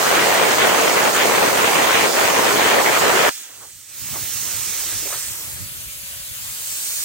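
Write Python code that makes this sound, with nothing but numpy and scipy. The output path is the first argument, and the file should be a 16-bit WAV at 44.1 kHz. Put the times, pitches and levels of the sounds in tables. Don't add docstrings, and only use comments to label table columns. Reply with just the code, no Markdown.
import sys
import numpy as np
from scipy import signal
from scipy.fft import rfft, irfft, next_fast_len
from scipy.io import wavfile
from scipy.ndimage import uniform_filter1d, map_coordinates

SR = 44100
rng = np.random.default_rng(int(sys.argv[2]) if len(sys.argv) > 2 else 0)


def file_out(sig):
    cols = np.atleast_2d(sig).T
    lim = np.clip(cols, -1, 1)
    pcm = np.round(lim * 32767).astype(np.int16)
    wavfile.write(sys.argv[1], SR, pcm)


N = 310464
TIME_S = np.arange(N) / SR
ARC_OUT_S = 3.294


def amp(db):
    return 10 ** (np.asarray(db) / 20)


def unit(x):
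    return x / np.sqrt(np.mean(x ** 2) + 1e-20)


def columns(rows, hz):
    row_hz, *cols = np.transpose(rows)
    return [np.interp(np.log(hz + 1), np.log(row_hz + 1), col) for col in cols]


def curves(rows):
    row_s, *cols = np.transpose(rows)
    return [np.interp(TIME_S, row_s, col) for col in cols]


def bumps(rows):
    return sum(db * np.exp(-((TIME_S - s) / half_s) ** 2) for s, db, half_s in rows)


def wobble(knots_per_s):
    knots = rng.standard_normal(int(N * knots_per_s / SR) + 4)
    return map_coordinates(knots, [np.arange(N) * knots_per_s / SR])


def filtered(x, response):
    m = next_fast_len(N + 8192)
    return irfft(rfft(x, m) * response(np.fft.rfftfreq(m, 1 / SR)), m)[..., :N]


def below(x, edge_hz, power):
    return filtered(x, lambda hz: 1 / (1 + (hz / edge_hz) ** power))


def coloured(x, spectrum):
    return unit(filtered(x, lambda hz: amp(columns(spectrum, hz)[0])))


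def patchy(patchy_db):
    z = signal.stft(rng.standard_normal((2, N)), nperseg=512)[2]
    field = rng.standard_normal(z.shape[1:])
    field = uniform_filter1d(field, size=6, axis=0)
    field = uniform_filter1d(field, size=10, axis=1)
    return signal.istft(z * amp(patchy_db * unit(field)), nperseg=512)[1][:, :N]


def mixed(a, b, alike):
    angle = np.arccos(np.clip(alike, -1, 1)) / 2
    return np.cos(angle) * a + np.sin(angle) * b, np.cos(angle) * a - np.sin(angle) * b


def blend(alike, patchy_db):
    a, b = patchy(patchy_db)
    return np.array(mixed(a, b, alike))


def nozzle(ports, patchy_db):
    m = next_fast_len(N + 8192)
    hz = np.fft.rfftfreq(m, 1 / SR)
    left_db, right_db, alike, lead_rad = columns(ports, hz)
    bass_cut = np.clip(hz / ports[0][0], 0, 1) ** 2
    a, b = rfft(patchy(patchy_db), m) * bass_cut
    left, right = mixed(a, b, np.clip(alike, 0, 1))
    left = amp(left_db) * left * np.exp(.5j * lead_rad)
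    right = amp(right_db) * right * np.exp(-.5j * lead_rad)
    both = np.array([left, right])
    treble = irfft(both * ((hz > 6000) & (hz < 10000)), m)[:, :N]
    return irfft(both, m)[:, :N] / np.std(treble)


def fan():
    # pitch in Hz, rms level in dB before the unsteadiness and the rise.
    blade_tones = [(570.6, -62)]
    drift_s = np.cumsum(1 + 0.0015 * wobble(6)) / SR
    tone = 0
    for hz, db in blade_tones:
        tone = tone + amp(db + 2.1 * wobble(8)) * np.sqrt(2) * np.sin(2 * np.pi * hz * drift_s)
    rise_db = np.interp(TIME_S, [3.9, 4.3, 5.3, 5.6], [-13, -4, -1, 0.0])
    return tone * amp(rise_db)


def wind():
    # time in s, buffet level in dB, extra below 85 Hz in dB.
    wind_levels = [(3.3, -75, 0), (3.45, -75, 0), (3.6, -59, -3), (3.95, -61, -2), (4.05, -43, -9),
                   (4.3, -41.5, -7), (4.8, -51, 2), (5.1, -54, 5), (5.6, -47, 1), (6.0, -53, 5),
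                   (6.6, -50, 2), (6.8, -57, 4), (7.04, -56, 3)]
    # frequency in Hz, density in dB per Hz.
    buffet_spectrum = [(15, -42), (35, -6), (60, 0.5), (110, 4), (170, -4), (260, -12.5), (500, -46)]
    # centre in s, rise over the buffeting in dB, half-length in s.
    gust_rows = [(4.025, 6, .015), (4.12, 7, .025), (4.55, 6, .02), (4.97, 9, 0.061), (5.32, 8, 0.016),
                 (5.55, 7, .02), (5.62, 10, 0.036), (5.72, 4, .015), (5.875, 10, 0.022), (6.035, 8.5, .015),
                 (6.13, 5, .02), (6.31, 8, .015), (6.72, 5, .02)]
    buffet_db, deep_db = curves(wind_levels)
    lumps_db = 1.5 * wobble(30) + 2.2 * np.array([wobble(22), wobble(22)])
    buffet = amp(lumps_db) * coloured(blend(0.15, patchy_db=0.8), buffet_spectrum)
    buffet = buffet + (amp(deep_db) - 1) * below(buffet, 85, 6)
    buffet = buffet / np.std(buffet.mean(axis=0))
    return (TIME_S > ARC_OUT_S) * amp(buffet_db + bumps(gust_rows)) * buffet


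def sweeps():
    # peak in s, rise in s, fall in s, level in dB, first pitch in Hz, last pitch in Hz,
    # spread in octaves.
    sweep_rows = [(3.45, .03, .03, -54, 1590, 1590, .025), (3.626, .018, .035, -44, 1050, 600, .55),
                  (4.155, .025, .035, -37, 1100, 400, 1.1), (5.075, .045, .045, -38, 400, 800, .5),
                  (5.14, .028, .028, -33, 1000, 800, .95)]

    def band(x, pitch_hz, spread_oct):
        return unit(filtered(x, lambda hz: np.exp(-.5 * (np.log2((hz + 1) / pitch_hz) / spread_oct) ** 2)))

    out = np.zeros((2, N))
    for peak_s, rise_s, fall_s, db, first_hz, last_hz, spread_oct in sweep_rows:
        rough = blend(0.92, patchy_db=1.5) * amp(2.5 * wobble(120))
        first = band(rough, first_hz, spread_oct)
        last = band(rough, last_hz, spread_oct)
        since_s = TIME_S - peak_s
        glide = np.clip((since_s + rise_s) / (rise_s + fall_s), 0, 1)
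        envelope = np.exp(-(since_s / np.where(since_s < 0, rise_s, fall_s)) ** 2)
        out += amp(db) * envelope * ((1 - glide) * first + glide * last)
    return out


def cooling_air():
    # frequency in Hz,
    # left in dB, right in dB, likeness 0-1, left lead in radians.
    raised_ports = [(300, -14, -15.5, 0.51, 0.3), (700, -17.1, -18.3, 0.7, -0.4),
                    (1500, -13.0, -15.3, 0.73, -0.4), (3000, -11.8, -11.3, 0.72, -0.7),
                    (4300, -12.5, -8.5, 0.66, -0.9), (5000, -16.5, -7.0, 0.17, -1.4),
                    (5600, -10.3, -4.5, 0.6, -0.4), (6600, -12.3, -1.4, 0.25, 0.1),
                    (7000, -10.1, -1.1, 0.46, 0.9), (7500, -8.0, -4.7, 0.52, 0.2),
                    (8400, -4.1, 0.0, 0.68, 0.2), (10600, -12.3, -12.8, 0.45, 0.2),
                    (13500, -8.2, -4.3, 0.57, -0.5), (15600, -8.6, -4.4, 0.37, -0.4)]
    lowered_ports = [(300, -14, -15.5, 0.4, -0.2), (700, -15, -16, 0.7, -0.3),
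                     (1500, -9.4, -11.0, 0.61, -1.3), (2800, -4.6, -6.3, 0.16, -2.2),
                     (4200, -6.1, -5.9, 0.44, -1.1), (5000, -6.0, -6.2, 0.51, -1.3),
                     (5700, -7.3, -6.1, 0.22, -1.7), (6900, -6.6, -1.3, 0.38, -1.5),
                     (7500, -4.2, -1.8, 0.39, -1.5), (8400, -0.6, 0.0, 0.52, -1.7),
                     (9500, -5.2, -3.3, 0.39, -2.3), (10600, -7.1, -5.9, 0.38, -1.9),
                     (13000, -4.2, -4.7, 0.31, -2.0), (15600, -2.4, -10.2, 0.3, -4.7)]
    # time in s, level in dB, extra below 1.3 kHz in dB, extra 1.3-4 kHz in dB,
    # extra above 10 kHz in dB.
    air_levels = [(3.31, -31.5, -12, 1, -5), (3.38, -34.5, -4, 2, -3), (3.5, -42.5, 8, 6, -2),
                  (3.65, -41.5, 5, 0, 0), (3.75, -42.5, -8, 1, -3), (3.87, -43, -3, .5, -4),
                  (4.0, -34.5, -5, 1, 3), (4.12, -30.5, 1.5, 1.5, 2.5), (4.35, -28.5, -1, 1, 1),
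                  (4.5, -26, -1, -0.5, -1.5), (4.9, -26, 0, 0, -1), (5.22, -28, -4.5, 0.5, -2),
                  (5.4, -32, 2, -3, 0.5), (5.65, -36, 0.5, 2, 1.5), (6.0, -36, -2.5, 0, 0.5),
                  (6.4, -35, -1, 1, 1), (6.7, -28.5, -4.5, -2.5, -2), (7.04, -26, -8, -4, -2)]
    # time in s, turned away 0-1, right port lag in ms.
    torch_moves = [(3.3, 0, -.05), (3.7, 0, -.03), (3.95, 0, .045), (5, 0, .045), (5.2, .1, .1),
                   (5.45, .6, .2), (5.7, 1, .34), (6.35, 1, .33), (6.65, .5, .27), (7.04, .3, .19)]
    # time in s, left minus right in dB.
    treble_lean = [(3.3, -1), (3.9, 1), (4.15, 0), (4.35, -2.5), (5.1, 1.5), (5.6, -2), (6.3, 1), (6.7, 4),
                   (7.04, 2)]
    jitter_half_samples = .7

    level_db, deep_db, low_db, top_db = curves(air_levels)
    away, lag_ms = curves(torch_moves)
    lean_db, = curves(treble_lean)
    raised = np.sqrt(1 - away) * nozzle(raised_ports, patchy_db=1.33)
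    lowered = np.sqrt(away) * nozzle(lowered_ports, patchy_db=1.64)
    jet = raised + lowered

    deep = below(jet, 1300, 6)
    low = below(jet, 4000, 6) - deep
    top = jet - below(jet, 10200, 12)
    top_db = top_db + np.outer([.5, -.5], lean_db)
    jet = jet + (amp(deep_db) - 1) * deep + (amp(low_db) - 1) * low + (amp(top_db) - 1) * top

    fine = signal.resample_poly(jet, 2, 1, axis=1)
    half_lag = lag_ms / 1000 * SR
    shift = half_lag + jitter_half_samples * 2 * np.sqrt(away * (1 - away)) * wobble(60)
    left = map_coordinates(fine[0], [2 * np.arange(N) + shift], mode="mirror")
    right = map_coordinates(fine[1], [2 * np.arange(N) - shift], mode="mirror")
    return (TIME_S > ARC_OUT_S) * amp(level_db + 0.15 * wobble(11)) * np.array([left, right])


def dying(tail_db, t60_s):
    since_s = TIME_S - ARC_OUT_S
    return np.where(since_s < 0, 1, amp(tail_db - 60 * np.maximum(since_s, 0) / t60_s))


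def arc():
    # frequency in Hz, density in dB per Hz.
    roar_spectrum = [(20, -47), (31, -52), (62, -21.5), (125, -13), (200, -8.5), (300, -5.5), (420, 1),
                     (600, 0), (1000, -2), (2000, -6), (3200, -11), (4500, -22.5), (7000, -40)]
    # frequency in Hz, left in dB, right in dB, likeness 0-1,
    # left lead in radians.
    cutting_ports = [(4300, -5.7, -4.5, 0.21, -0.8), (5100, -9.6, -4.4, 0.2, -1.7),
                     (5700, -10.1, -4.5, 0.28, -1.0), (6300, -9.5, -2.3, 0.52, -1.2),
                     (6900, -11.2, 0.0, 0.45, -0.8), (7400, -11.5, -6.1, 0.41, -0.5),
                     (7900, -10.0, -4.2, 0.59, -0.8), (8400, -8.8, -4.5, 0.67, -0.8),
                     (9500, -13.4, -8.7, 0.5, -0.8), (10700, -15.0, -12.3, 0.41, -2.0),
                     (12000, -14.4, -9.8, 0.33, -2.1), (13500, -12.3, -8.9, 0.45, -2.5),
                     (15000, -9.7, -3.7, 0.57, -2.8), (15700, -9.6, -4.2, 0.65, -2.7)]
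    # centre in s, change of the bright roar in dB, half-length in s.
    dip_rows = [(.255, 0, .02), (.565, -7.5, 0.02), (.94, -4.5, .025), (1.118, -7.5, 0.027),
                (1.29, -3, 0.025), (1.52, -4.5, .03), (1.715, -5, 0.023), (2.116, -8.5, 0.04),
                (2.33, -6.5, 0.023), (2.425, -5.5, 0.023), (2.53, -3, .02), (2.76, -3, 0.015),
                (2.834, -6, 0.016), (2.907, -4.5, 0.014), (3.0, -6, 0.02), (3.13, -3, .02)]
    # centre in s, rise in dB, half-length in s.
    flare_rows = [(.165, 3, .04), (.615, 3, .02), (1.21, 2.5, 0.034), (1.668, 4.5, .025), (1.95, 4, 0.044),
                  (2.5, 2, 0.022), (2.7, 5, 0.045), (2.96, 2, .02)]
    deep_level_db, bright_level_db, nozzle_level_db = -17.5, -19.5, -25.5
    deep_share, nozzle_share = 0.53, 0.084
    tail_db, deep_t60_s, bright_t60_s = -13, 0.073, 0.14

    flow_db = bumps(dip_rows) + 0.7 * wobble(14)
    lull_db = bumps([(0, -5.5, 0.069)])
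    flare_db = bumps(flare_rows) + 0.52 * wobble(16)

    sputter_db = -1.1 * np.abs(wobble(60)) + 1.4 * wobble(450)
    kicks_db = 5.2 * rng.standard_normal((2, N // 2 + 1)).repeat(2, axis=1)[:, :N]
    left, right = blend(0.2, patchy_db=2.06) * amp(sputter_db + kicks_db)
    roar = coloured(np.array([np.roll(left, 3), right]), roar_spectrum)
    deep = below(roar, 1300, 4)
    bright = roar - deep
    hiss = nozzle(cutting_ports, patchy_db=1.33) * amp(0.24 * wobble(30))

    deep = amp(deep_level_db + deep_share * flow_db + lull_db) * unit(deep)
    bright = amp(bright_level_db + flow_db + lull_db + flare_db) * unit(bright)
    hiss = amp(nozzle_level_db + nozzle_share * flow_db) * hiss
    return (deep + hiss) * dying(tail_db, deep_t60_s) + bright * dying(tail_db, bright_t60_s)


def scene():
    return fan() + wind() + sweeps() + cooling_air() + arc()


def record(dry):
    threshold_db, gain_db_per_db, peak, top_hz = -14.4, -.35, .9, 15830
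    power = np.abs(uniform_filter1d(np.mean(dry ** 2, axis=0), size=1100))
    over_db = np.maximum(10 * np.log10(power + 1e-12) - threshold_db, 0)
    held = dry * amp(uniform_filter1d(gain_db_per_db * over_db, size=400))
    rounded = held / (1 + np.abs(held / peak) ** 4) ** (1 / 4)
    return filtered(rounded, lambda hz: hz < top_hz)


dry = scene()
out = record(dry)
file_out(out)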